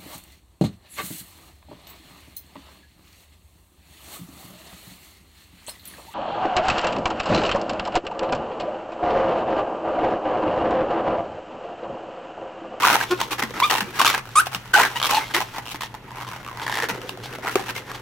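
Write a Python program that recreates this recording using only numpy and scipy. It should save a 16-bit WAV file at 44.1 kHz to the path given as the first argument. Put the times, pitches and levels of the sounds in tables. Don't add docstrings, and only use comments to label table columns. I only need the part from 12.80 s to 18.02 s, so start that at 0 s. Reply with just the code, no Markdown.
import sys
import numpy as np
from scipy import signal
from scipy.fft import rfft, irfft, next_fast_len
from scipy.io import wavfile

SR = 44100
rng = np.random.default_rng(int(sys.argv[2]) if len(sys.argv) > 2 else 0)


def wav_out(sig):
    wavfile.write(sys.argv[1], SR, np.round(np.clip(np.atleast_2d(sig).T, -1, 1) * 32767).astype(np.int16))


def linear_from_db(decibels):
    return 10 ** (np.asarray(decibels, float) / 20)


N = 230025

# frequency in Hz, level in dB per Hz.
ROOM_SPECTRUM = [(12, -43), (20, 10.5), (69, 10), (117, 11), (200, 10), (551, -11), (863, 11),
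                 (1180, -67.5), (1650, -35), (2660, -3.5), (9150, -34), (15200, 0), (16500, -14)]
# frequency in Hz, left-right correlation from -1 to 1.
MIC_LIKENESS = [(60, 0.93), (250, 0.96), (600, 0.94), (1000, 0.86), (2000, 0.49), (4000, -0.37),
                (8000, -0.082), (14000, -0.43)]
# frequency in Hz, left minus right in dB.
LEFT_RIGHT_TILT = [(2000, 0), (4400, -1), (9000, 2)]
# frequency in Hz, level in dB per Hz.
RUBBER_SPECTRUM = [(88, -47), (150, -11), (518, -4.5), (606, -38), (830, 4), (1160, -17), (1360, -4),
                   (2550, -6.5), (6050, -17), (9890, -19.5), (14700, -21.5), (15600, 15), (16500, -43)]
# frequency in Hz, width in Hz, level in dB.
TUBE_MODES = [(370, 20, -15.5), (850, 450, 11), (1078, 41, -0.5), (1228, 79, 0), (1650, 91, 1),
              (3420, 860, -20)]
# frequency in Hz, gain in dB.
OVERTONE_GAIN = [(700, -9), (1050, -0.5), (1400, 3.5), (1800, -5), (2400, -2.5), (3600, -4.5), (4800, -12),
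                 (7500, -5.5)]
# time in seconds, level in dB.
PALMS = [
    (0, -46.5),
    (1.1, -47.5),
    (1.9, -67),
    (2.2, -56.5),
    (3.6, -54.5),
    (4.2, -42.5),
    (5.21, -49.5),
]
# start in seconds, peak in dB, pitch in Hz, decay time T60 in seconds.
AIR_KNOCKS = [(0.411, -29, 210, 0.12), (0.63, -23, 235, 0.22), (1.01, -22, 208, 0.13),
              (1.078, -28, 363, 0.096), (1.748, -28.5, 189, 0.16), (2.003, -27, 440, 0.12),
              (2.943, -28.5, 305, 0.069), (4.029, -21, 469, 0.086), (4.151, -25, 433, 0.06),
              (4.128, -28, 400, .05), (4.11, -29, 200, .14)]
# time in seconds, pressure in dB, bright rasp re body in dB.
GRIP_DRAG = [
    (0, -20, -5),
    (.3, -38, -2),
    (1.1, -37, -5),
    (1.9, -40, -3.5),
    (2.15, -33.5, -4),
    (2.7, -36.5, -4),
    (3.2, -45, -11),
    (3.6, -35, -12),
    (4.2, -41, -6.5),
    (5.21, -37, -7),
]
# start in seconds, length in seconds, body in dB,
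# bright rasp re body in dB, skin resonance in Hz.
SWELLING_RUBS = [(0.022, 0.097, -18, -2, 1287), (0.107, 0.046, -14, -3.5, 1360),
                 (0.165, 0.067, -23.5, -0.5, 880), (0.382, 0.012, -30, -15, 1500),
                 (0.506, 0.027, -22, 0, 1100), (0.579, 0.018, -24.5, -4, 1710),
                 (1.135, 0.05, -28, -2, 1650), (1.714, 0.045, -29.5, 0.5, 1107),
                 (1.972, 0.041, -16, -4, 1910), (2.734, 0.056, -33, -3.5, 900),
                 (2.85, 0.076, -42.5, 8.5, 3060), (3.347, 0.079, -33, -6, 1010),
                 (3.746, 0.088, -33, -10, 944), (4.121, 0.035, -31, -9, 1390),
                 (4.489, 0.067, -33.5, -7, 1540), (4.622, 0.069, -25.5, -11, 1430),
                 (4.851, 0.057, -32.5, 0.5, 1610), (5.059, 0.055, -35, -14, 1650)]
# start in seconds, length in seconds, body in dB,
# bright rasp re body in dB, skin resonance in Hz.
HELD_RUBS = [(0.737, 0.05, -27, -11, 1310), (0.794, 0.0091, -22, 2.5, 990), (0.824, 0.066, -36, 9.5, 1200),
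             (1.245, 0.04, -17, 3.5, 3100), (1.933, 0.042, -17.5, -0.5, 2880), (2.338, .02, -27, 4, 4200),
             (2.31, 0.069, -24.5, 3.5, 2910), (1.336, 0.018, -17.5, -7, 1635), (1.553, 0.056, -31, 9, 1220),
             (1.655, 0.015, -30.5, 5.5, 760), (2.157, 0.016, -25, 2, 3000), (2.226, 0.05, -27, 5, 3300),
             (1.848, .025, -39, -4, 1500), (2.289, 0.021, -18, 0, 1060), (2.49, 0.025, -37, -11, 1600),
             (2.947, 0.019, -41, 5, 2060), (3.27, 0.09, -41, -10, 930), (3.47, 0.097, -35.5, -2, 1003),
             (3.864, 0.12, -27, -8, 1705), (4.087, 0.023, -19.5, -4.5, 1375),
             (3.975, 0.075, -24.5, -8, 1780), (4.427, 0.054, -35, -4.5, 1600), (4.706, 0.04, -36, 4, 1700),
             (4.95, 0.031, -28.5, 0.5, 2100), (5.143, 0.014, -30, -12.5, 850)]
# start in seconds, length in seconds, body in dB,
# bright rasp re body in dB, skin resonance in Hz.
FADING_RUBS = [(0.006, 0.0068, -23, 2, 1260), (0.309, 0.038, -27, -2, 2500), (0.398, 0.045, -27, 1, 950),
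               (1.03, .08, -38, -4, 2300), (0.62, 0.029, -25, -6, 2060), (0.898, 0.095, -21, -0.5, 873),
               (1.004, 0.024, -23.5, 0, 1720), (1.188, 0.051, -19.5, 0.5, 1110),
               (1.29, 0.038, -19, -3, 1270), (1.37, 0.026, -23, -6, 1150), (2.025, 0.048, -17, -5, 1620),
               (2.09, 0.077, -38.5, 0, 885), (2.385, 0.06, -24.5, -5.5, 2100), (2.538, 0.062, -22, 1, 1920),
               (2.6, 0.036, -25, -2, 760), (3.006, 0.061, -35.5, 4, 1840), (3.141, 0.022, -37, -9, 920),
               (4.203, 0.1, -39, -6, 736), (4.284, 0.028, -45, 9.5, 2720), (4.754, 0.088, -29.5, -3, 800)]
# time in seconds, peak in dB, ring in Hz.
LONE_SNAPS = [(1.941, -9.5, 1050), (0.129, -10, 1470), (0.155, -9, 870), (4.7559, -8, 387),
              (0.236, -22, 970), (1.1952, -8, 1240), (0.414, -9.5, 980), (0.594, -19, 1730),
              (0.707, -26, 487), (4.374, -29, 700), (0.801, -11, 1040), (1.007, -10, 1570),
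              (1.215, -5, 1500), (1.347, -9.5, 1720), (1.379, -15, 1130), (1.669, -18, 780),
              (1.748, -12.5, 2850), (2.2, -14.5, 3120), (2.216, -14.5, 1150), (2.783, -20.5, 810),
              (2.945, -23.5, 890), (3.515, -27, 1110), (3.773, -24, 990), (3.817, -22, 970),
              (3.972, -14, 1830), (4.087, -17.5, 1470), (4.293, -17, 2780), (1.19, -18, 1300),
              (.404, -21, 1200), (1.876, -33, 2600), (4.7565, -14, 1200), (.033, -11, 1140),
              (1.732, -27, 1150), (.204, -19, 1000), (1.342, -15, 1000), (4.458, -25.5, 835),
              (4.884, -24.5, 880), (5.116, -23.5, 1180)]
# start in seconds, length in seconds, gap in seconds, peak in dB, ring in Hz.
FOLD_CHATTER = [
    (.624, .016, .011, -16, 1970),
    (1.455, .044, .0175, -31, 1300),
    (2.547, .025, .017, -12, 1930),
    (2.605, .021, .0085, -17, 830),
    (2.856, .062, .0087, -28, 2900),
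    (2.951, .011, .007, -25, 1980),
    (3.009, .032, .013, -22, 1100),
    (3.142, .011, .007, -25, 900),
    (4.686, .015, .0085, -19, 1350),
    (.165, .003, .01, -13, 850),
]
# time in seconds, peak in dB, ring in Hz.
HARD_TWIST_SLIPS = [(0.0227, -15, 3150), (0.0458, -10, 1010), (0.05, -5.5, 1410), (0.0553, -8.5, 1340),
                    (0.0622, -11, 1990), (0.0701, -8, 1410), (0.0755, -8.5, 970), (0.0835, -7, 1390),
                    (0.0914, -13, 1460), (0.1008, -6.5, 1430), (0.1084, -12, 960), (0.1418, -12, 1420),
                    (0.1491, -14, 1350), (0.8985, -14, 2790), (0.9028, -10, 1880), (0.9106, -13, 4300),
                    (0.9215, -16, 1254), (0.9397, -18, 3750), (0.9523, -12.5, 950), (0.9591, -15, 2740),
                    (0.969, -21, 960), (0.9732, -18, 2660), (0.9824, -19, 1500), (1.2477, -7, 1300),
                    (1.2557, -9.5, 3170), (1.2618, -7, 1570), (1.2661, -8.5, 1248), (1.2771, -8, 1120),
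                    (1.2897, -18, 1170), (1.3006, -14, 1150), (1.3103, -18, 1220), (1.3299, -21, 1230),
                    (1.9765, -11, 850), (1.9848, -8.5, 1310), (1.9933, -9, 1480), (1.9974, -8, 950),
                    (2.0006, -11, 926), (2.0085, -10, 820), (2.0127, -9.5, 1070), (2.0166, -14, 1100),
                    (2.0343, -14, 2250), (2.0514, -15, 1650), (2.0587, -17, 1580), (2.2281, -11.5, 3190),
                    (2.2354, -14.5, 3640), (2.2433, -11.5, 1160), (2.2496, -11, 3200), (2.2562, -12, 1100),
                    (2.2666, -16, 3220), (2.2954, -15, 1070), (2.3017, -20, 1010), (2.3068, -18, 1120),
                    (2.3111, -16, 3000), (2.3186, -19, 2970), (2.3244, -17, 900), (2.3318, -15, 930),
                    (2.3359, -17, 850), (2.3457, -14, 890)]
# time in seconds, peak in dB, ring in Hz.
SOFT_RUB_SLIPS = [(3.3072, -29, 930), (3.3168, -29.5, 970), (3.3584, -31, 1090), (3.3708, -27, 980),
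                  (3.4025, -30, 1100), (3.4113, -23, 1020), (3.4189, -26, 990), (3.4238, -25, 1040),
                  (3.4312, -25, 1020), (3.4479, -26, 1100), (3.4682, -27, 990), (3.4765, -32, 1010),
                  (3.4806, -33, 1100), (3.4888, -28, 1030), (3.5222, -27, 950), (3.5332, -30, 1450),
                  (3.5623, -30, 1270), (3.6305, -32, 1060), (3.6479, -30, 2670), (3.664, -25, 1110),
                  (3.6771, -25, 1150), (3.6865, -23, 1110), (3.6956, -29, 1110), (3.7137, -26.5, 1030),
                  (3.7284, -30, 1020), (3.7978, -24, 1540), (3.8653, -16, 1790), (3.8791, -15, 1780),
                  (3.8966, -16, 950), (3.916, -22, 1650), (3.925, -14, 1790), (3.9399, -18, 1840),
                  (3.9546, -17, 1770), (3.9814, -18, 1780), (3.9876, -18, 1090), (4.001, -15, 1720),
                  (4.0235, -15, 1690), (4.0332, -20, 1730), (4.0417, -18, 1460), (4.1596, -30, 810),
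                  (4.2167, -29, 2890), (4.4013, -33, 1570), (4.4361, -32, 810), (4.5278, -31, 2720),
                  (4.5358, -27, 1540), (4.5494, -32, 1430), (4.5855, -26.5, 644), (4.6483, -24, 750),
                  (4.6593, -22, 1250), (4.6716, -16.5, 1390), (4.6788, -16.5, 2020), (4.7951, -22, 810),
                  (4.8606, -34, 1170), (4.8915, -23, 1720), (4.8984, -26, 2540), (4.9644, -24, 2130)]
# start in seconds, length in seconds, first and last slips per second, level in dB.
PURE_PIPS = [
    (.036, .006, 1150, 1095, -11),
    (.209, .0038, 1570, 1640, -16.5),
    (1.2, 0.0061, 1123, 1050, -9.5),
    (4.760, .0062, 422, 450, -17.5),
    (4.236, .03, 470, 546, -39.5),
    (.42, .018, 930, 880, -31),
]
# start in seconds, length in seconds, first and last slips per second, level in dB.
REEDY_SQUEAKS = [
    (1.937, 0.005, 1540, 1500, -7.5),
    (1.946, .011, 1480, 1540, -6.5),
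    (1.958, .015, 845, 812, -15),
    (1.977, 0.0108, 770, 653, -20),
    (1.986, 0.018, 1310, 1450, -18),
    (1.996, .015, 930, 775, -20),
    (2.047, .022, 1800, 1615, -26),
    (2.368, .016, 885, 870, -13.5),
    (2.322, .036, 790, 890, -25),
    (.024, 0.0118, 950, 1080, -19),
]
# start in seconds, length in seconds, first and last slips per second,
# level in dB.
RICH_BUZZES = [
    (2.543, 0.0405, 323.7, 374, -28.5),
    (4.088, .023, 477, 470, -43),
    (2.157, .016, 930, 960, -25),
]
# time in seconds, slips per second, level in dB.
LONG_SQUEAL = [
    (1.554, 1340, -18),
    (1.559, 1070, -13),
    (1.568, 1210, -13.5),
    (1.585, 1230, -9),
    (1.595, 1350, -14.5),
    (1.606, 1520, -13.5),
    (1.612, 1700, -23),
]
# time in seconds, slips per second, level in dB, overtones in dB.
BENT_CHIRP = [
    (.814, 900, -40, -14),
    (.819, 955, -23, -20),
    (.826, 1030, -9, -14),
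    (.831, 1110, -24, 0),
    (.836, 1155, -19, 2),
    (.849, 1216, -15.5, -4),
    (.856, 1210, -21, -9),
    (.875, 1184, -31, -10),
    (.892, 1179, -46, 2),
]
# time in seconds, slips per second, level in dB, overtones in dB.
LOW_HONK = [
    (.295, 345, -44, -25),
    (.306, 350, -28, -12),
    (.312, 352, -21, -6),
    (.335, 364, -15.5, -10),
    (.34, 362, -28, -12),
    (.365, 358, -38, -16),
]

HUM_HZ, HUM_DB, ROOM_TONE_DB = 120.8, -47, -42
ROOM_T60_S, ROOM_DB, WALL_CUT_HZ = 0.18, -15.5, 12000
RISE_S, BASS_CUT_HZ, CUTOFF_HZ = .0018, 160, 16800
SWELL_DB, HOLD_DB, FADE_DB = 9, 0.7, -12
GRIP_S = .0004
GAP_JITTER, CHATTER_SPREAD_DB, RING_JITTER = .07, 1.5, .04
LOW_RING_HZ, LOW_RING_SHARE = 950, .35
PIP_DB, SQUEAK_DB, BUZZ_DB, SQUEAL_DB = -22, -13, -1, -15
TOP_LOSS_DB, SQUEAL_TOP_LOSS_DB = 3.5, -1.5
BUILD_DB = 3.5
ONSET_S, ONSET_DB = .002, -24
RING_OUT_DB_PER_S, RING_OUT_DB = 4500, -22
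SIDES = np.array([[1], [-1]])


def rms_one(x):
    return x / np.sqrt(np.mean(x ** 2) + 1e-20)


def in_time(rows):
    s, *columns = np.transpose(rows)
    return [np.interp(np.arange(N) / SR, s, c) for c in columns]


def at_hz(points, hz):
    point_hz, value = np.transpose(points)
    return np.interp(np.log(hz), np.log(np.maximum(point_hz, 1)), value)


def drift(rate):
    r = np.exp(-2 * np.pi * rate / SR)
    noise = rng.standard_normal(N + 9000)
    return rms_one(signal.lfilter([1], [1, -2 * r, r * r], noise)[9000:])


def resonance(x, hz, width):
    r = np.exp(-np.pi * width / SR)
    poles = [1, -2 * r * np.cos(2 * np.pi * hz / SR), r * r]
    return signal.lfilter(np.array([1, 0, -1]) * (1 - r * r) / 2, poles, x)


def bands(drive, spectrum, low_hz):
    edges = low_hz * 2 ** np.arange(0, np.log2(19000 / low_hz), .5)
    for k, (low, high) in enumerate(zip(edges, edges[1:])):
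        band_pass = signal.butter(2, [low, high], "band", fs=SR, output="sos")
        mid, side = signal.sosfilt(band_pass, drive[k % 2])
        hz = np.sqrt(low * high)
        alike = np.clip(at_hz(MIC_LIKENESS, hz), -1, 1)
        tilt = linear_from_db(at_hz(LEFT_RIGHT_TILT, hz) / 2 * SIDES)
        stereo = np.sqrt(1 + alike) * mid + np.sqrt(1 - alike) * side * SIDES
        yield hz, linear_from_db(at_hz(spectrum, hz)) * tilt * stereo


def room_tone():
    noise = rng.standard_normal((2, 2, N))
    air = sum(band for hz, band in bands(noise, ROOM_SPECTRUM, low_hz=18.67))
    hum_gain = linear_from_db(HUM_DB + 2.5 * drift(10)) * np.sqrt(2)
    hum = hum_gain * np.sin(2 * np.pi * HUM_HZ * np.arange(N) / SR + 1.3 * drift(3.2))
    return linear_from_db(ROOM_TONE_DB - 5.5) * rms_one(air) + hum


def room(x):
    size = next_fast_len(N + SR)
    turn = np.exp(-2j * np.pi * np.arange(size // 2 + 1) / size)
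    dull = np.exp(-2 * np.pi * WALL_CUT_HZ / SR)
    out = np.zeros((2, len(turn)), complex)
    for k, lag in enumerate((rng.uniform(0.0071, .035, 16) * SR).astype(int)):
        loss = linear_from_db(-60 * lag / SR / ROOM_T60_S)
        loop = loss * (1 - dull) / (1 - dull * turn) * turn ** lag
        out[k % 2] += loop / (1 - loop) * (-1) ** (k // 2)
    return irfft(out * rfft(x, size), size)[:, :N]


def knocks(rough):
    out = np.zeros(N)
    t = np.arange(round(.2 * SR)) / SR
    for s, peak_db, hz, t60 in AIR_KNOCKS:
        fall = linear_from_db(peak_db - 60 * t / t60) * (1 - np.exp(-t / 0.0024))
        out[round(s * SR):][:len(t)] += fall * np.sin(2 * np.pi * hz * t * (1 - 0.81 * t))
    return out * (1 + rough * drift(56))


def rasp(per_s, spread_db, slip_s, smooth, tube_db):
    born = rng.random(N) < per_s * linear_from_db(4.0 * drift(30)) / SR
    sizes = born * linear_from_db(spread_db * np.minimum(rng.exponential(1, N), 4))
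    gate = smooth + rms_one(signal.lfilter([1], [1, -np.exp(-1 / (slip_s * SR))], sizes))
    drive = gate * rng.standard_normal((2, 2, N))
    parts = np.zeros((3, 2, N))
    for hz, band in bands(drive, RUBBER_SPECTRUM, low_hz=137.22):
        parts[int(hz > 550) + int(hz > 2300)] += band
    low, body, bright = [rms_one(p) for p in parts]
    tube = sum(linear_from_db(db) * resonance(drive[k % 2, 0], hz, width)
               for k, (hz, width, db) in enumerate(TUBE_MODES[1:]))
    body = body + linear_from_db(tube_db) * rms_one(tube)
    shrill = resonance(drive[0, 0], 3210, 870) + 0.42 * resonance(drive[1, 0], 4320, 470)
    bright = bright + linear_from_db(-10.0 + 6.57 * drift(6.8)) * rms_one(shrill)
    low_hz, low_width, low_db = TUBE_MODES[0]
    low = low + linear_from_db(low_db) * rms_one(resonance(drive[0, 0], low_hz, low_width))
    return drive[1, 0], rms_one(low), rms_one(body), rms_one(bright)


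def rubs(grit, rise_s, tail_db_per_s, width_share, partner_db):
    body_db, bright_db = in_time(GRIP_DRAG)
    low_db, = in_time(PALMS)
    body, bright, sung = linear_from_db(body_db) ** 2, linear_from_db(body_db + bright_db) ** 2, np.zeros(N)
    kinds = ((SWELLING_RUBS, SWELL_DB), (HELD_RUBS, HOLD_DB), (FADING_RUBS, FADE_DB))
    for s, length, level_db, top_db, hz, change_db in [(*row, db) for table, db in kinds for row in table]:
        i = round(s * SR)
        t = np.arange(min(round((length + 0.124) * SR), N - i)) / SR
        span = slice(i, i + len(t))
        shape_db = change_db * (np.minimum(t / length, 1) - .5) - tail_db_per_s * np.maximum(t - length, 0)
        gain = linear_from_db(level_db + shape_db) * (1 - np.exp(-t / rise_s))
        body[span] += gain ** 2
        bright[span] += (gain * linear_from_db(top_db)) ** 2
        partner_hz = hz * 2.12 if hz < 1250 else hz / 2.02
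        main, partner = [rms_one(resonance(grit[span], f, width_share * f)) for f in (hz, partner_hz)]
        sung[span] += gain * (main + linear_from_db(partner_db) * partner)
    return np.sqrt(body), np.sqrt(bright), linear_from_db(low_db), sung


def sticking(rows, stick_s, depth):
    marks = np.zeros(N)
    marks[[round((s - stick_s / 2) * SR) for s, *rest in rows]] = 1
    dips = np.convolve(marks, np.hanning(round(stick_s * SR)), "same")
    return 1 - depth * np.minimum(dips, 1)


def with_luck(table):
    return [(*row, *luck) for row, luck in zip(table, rng.standard_normal((len(table), 4)))]


def slip_list():
    rows = with_luck(LONE_SNAPS)
    chance = rng.standard_normal((len(FOLD_CHATTER), 8, 8))
    for (start, length, gap, peak_db, hz), run in zip(FOLD_CHATTER, chance):
        for k, (early, strong, tune, choice, *luck) in enumerate(run[:int(length / gap) + 1]):
            low = k > 0 and np.exp(-choice ** 2 / 2) > 1 - LOW_RING_SHARE ** 2
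            s = start + gap * (k + GAP_JITTER * early * (k > 0))
            ring_hz = (LOW_RING_HZ if low else hz) * (1 + RING_JITTER * tune)
            rows.append((s, peak_db + CHATTER_SPREAD_DB * strong, ring_hz, *luck))
    return rows


def slips(rows, bright, cycles, crack_db, crack_t60, tube_db):
    t = np.arange(2048) / SR
    out, kicks = np.zeros((2, N + len(t))), np.zeros(N)
    for s, peak_db, hz, turn, pan, lag, hard in rows:
        i = round(s * SR)
        grain = bright[:, i:i + len(t)] / np.std(bright[:, i:i + 100])
        late = t + lag * 0.32 / SR * SIDES
        if hz < 1250:
            partner_hz, share = 1.95 * hz, .25
        else:
            partner_hz, share = LOW_RING_HZ * (1 + .06 * hard), 1100 / hz
        ring = np.sin(2 * np.pi * hz * late + turn) + share * np.sin(2 * np.pi * partner_hz * late)
        tone = ring * linear_from_db(-60 * t / (cycles / hz + 0.0051)) * (1 - np.exp(-t / GRIP_S))
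        crack = linear_from_db(crack_db + 0.42 * hard + 0.66 * np.log2(hz / 1000) - 60 * t / crack_t60) * grain
        out[:, i:i + len(t)] += linear_from_db(peak_db + 2.5) * (tone * linear_from_db(pan * .4 * SIDES) + crack)
        kicks[i] = linear_from_db(peak_db) * np.sign(turn)
    tube = np.zeros(N)
    for k, (hz, width, db) in enumerate(TUBE_MODES[1:]):
        tube += (-1) ** k * linear_from_db(db) * resonance(kicks + 1e-18, hz, width) * SR / (np.pi * width)
    return out[:, :N] + linear_from_db(tube_db) * tube


def squeak_shapes():
    for table, over_db in ((PURE_PIPS, PIP_DB), (REEDY_SQUEAKS, SQUEAK_DB), (RICH_BUZZES, BUZZ_DB)):
        for s, length, from_hz, to_hz, db in table:
            end = s + length
            rows = [(s - ONSET_S, from_hz, db + ONSET_DB),
                    (s + ONSET_S, from_hz, db - BUILD_DB),
                    (end, to_hz, db),
                    (end - RING_OUT_DB / RING_OUT_DB_PER_S, to_hz, db + RING_OUT_DB)]
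            yield rows, over_db, TOP_LOSS_DB
    yield LONG_SQUEAL, SQUEAL_DB, SQUEAL_TOP_LOSS_DB
    yield BENT_CHIRP, 0, 2 * TOP_LOSS_DB
    yield LOW_HONK, 0, TOP_LOSS_DB


def squeaks(wobble, shimmer_db, rough):
    out = np.zeros(N)
    tremble, shimmer, scatter = drift(150), drift(270), drift(170)
    for rows, over_db, loss_db in squeak_shapes():
        span = slice(round(rows[0][0] * SR), round(rows[-1][0] * SR))
        hz, level_db, *reedy_db = [c[span] for c in in_time(rows)]
        phase = 2 * np.pi * np.cumsum(hz * (1 + wobble * tremble[span])) / SR
        rough_phase = phase + rough * scatter[span]
        stack = linear_from_db(level_db) * np.sin(phase)
        for k in range(2, 9):
            passed_db = at_hz(OVERTONE_GAIN, k * hz) - loss_db * max(k - 3, 0)
            stack += linear_from_db(level_db + over_db + sum(reedy_db) + passed_db) * np.sin(k * rough_phase + k)
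        fade = signal.windows.tukey(len(hz), .1)
        out[span] += np.sqrt(2) * stack * linear_from_db(shimmer_db * shimmer[span]) * fade
    return out


def scene():
    grit, low, body, bright = rasp(per_s=700, spread_db=2.2, slip_s=0.0012, smooth=1.3, tube_db=-4.5)
    pressed, dragged, rumble, sung = rubs(grit, RISE_S, tail_db_per_s=884, width_share=0.041, partner_db=-11.5)
    lone, hard, soft = slip_list(), with_luck(HARD_TWIST_SLIPS), with_luck(SOFT_RUB_SLIPS)
    loose = sticking(lone + hard + soft, stick_s=.008, depth=.5)
    body_rub = linear_from_db(-6.0) * pressed * (body + linear_from_db(-12.0) * low)
    bright_rub = linear_from_db(-4.5) * dragged * bright
    rub = loose * (body_rub + bright_rub) + rumble * low
    squeak = squeaks(wobble=.010, shimmer_db=1.5, rough=.1)
    tones = squeak + knocks(rough=0.54) + linear_from_db(-9.5) * loose * sung
    snaps = slips(lone, bright, cycles=11, crack_db=-10, crack_t60=.011, tube_db=-21)
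    snaps = snaps + slips(hard, bright, cycles=13.6, crack_db=-10.5, crack_t60=0.013, tube_db=-20)
    snaps = snaps + slips(soft, bright, cycles=12, crack_db=-12, crack_t60=.008, tube_db=-22)
    balloon = rub + snaps + np.stack([tones, np.roll(tones, 1)])
    balloon = signal.sosfilt(signal.butter(2, BASS_CUT_HZ, "high", fs=SR, output="sos"), balloon)
    return balloon + linear_from_db(ROOM_DB) * room(balloon.mean(axis=0)) + room_tone()


def band_limit(x):
    return signal.sosfilt(signal.butter(12, 16800, fs=SR, output="sos"), x)


def record(dry):
    overloaded = np.clip(dry, -.95, .95)
    top_cut = signal.cheby2(12, 60, CUTOFF_HZ, fs=SR, output="sos")
    return band_limit(signal.sosfilt(top_cut, overloaded))


dry = scene()
out = record(dry)
wav_out(out)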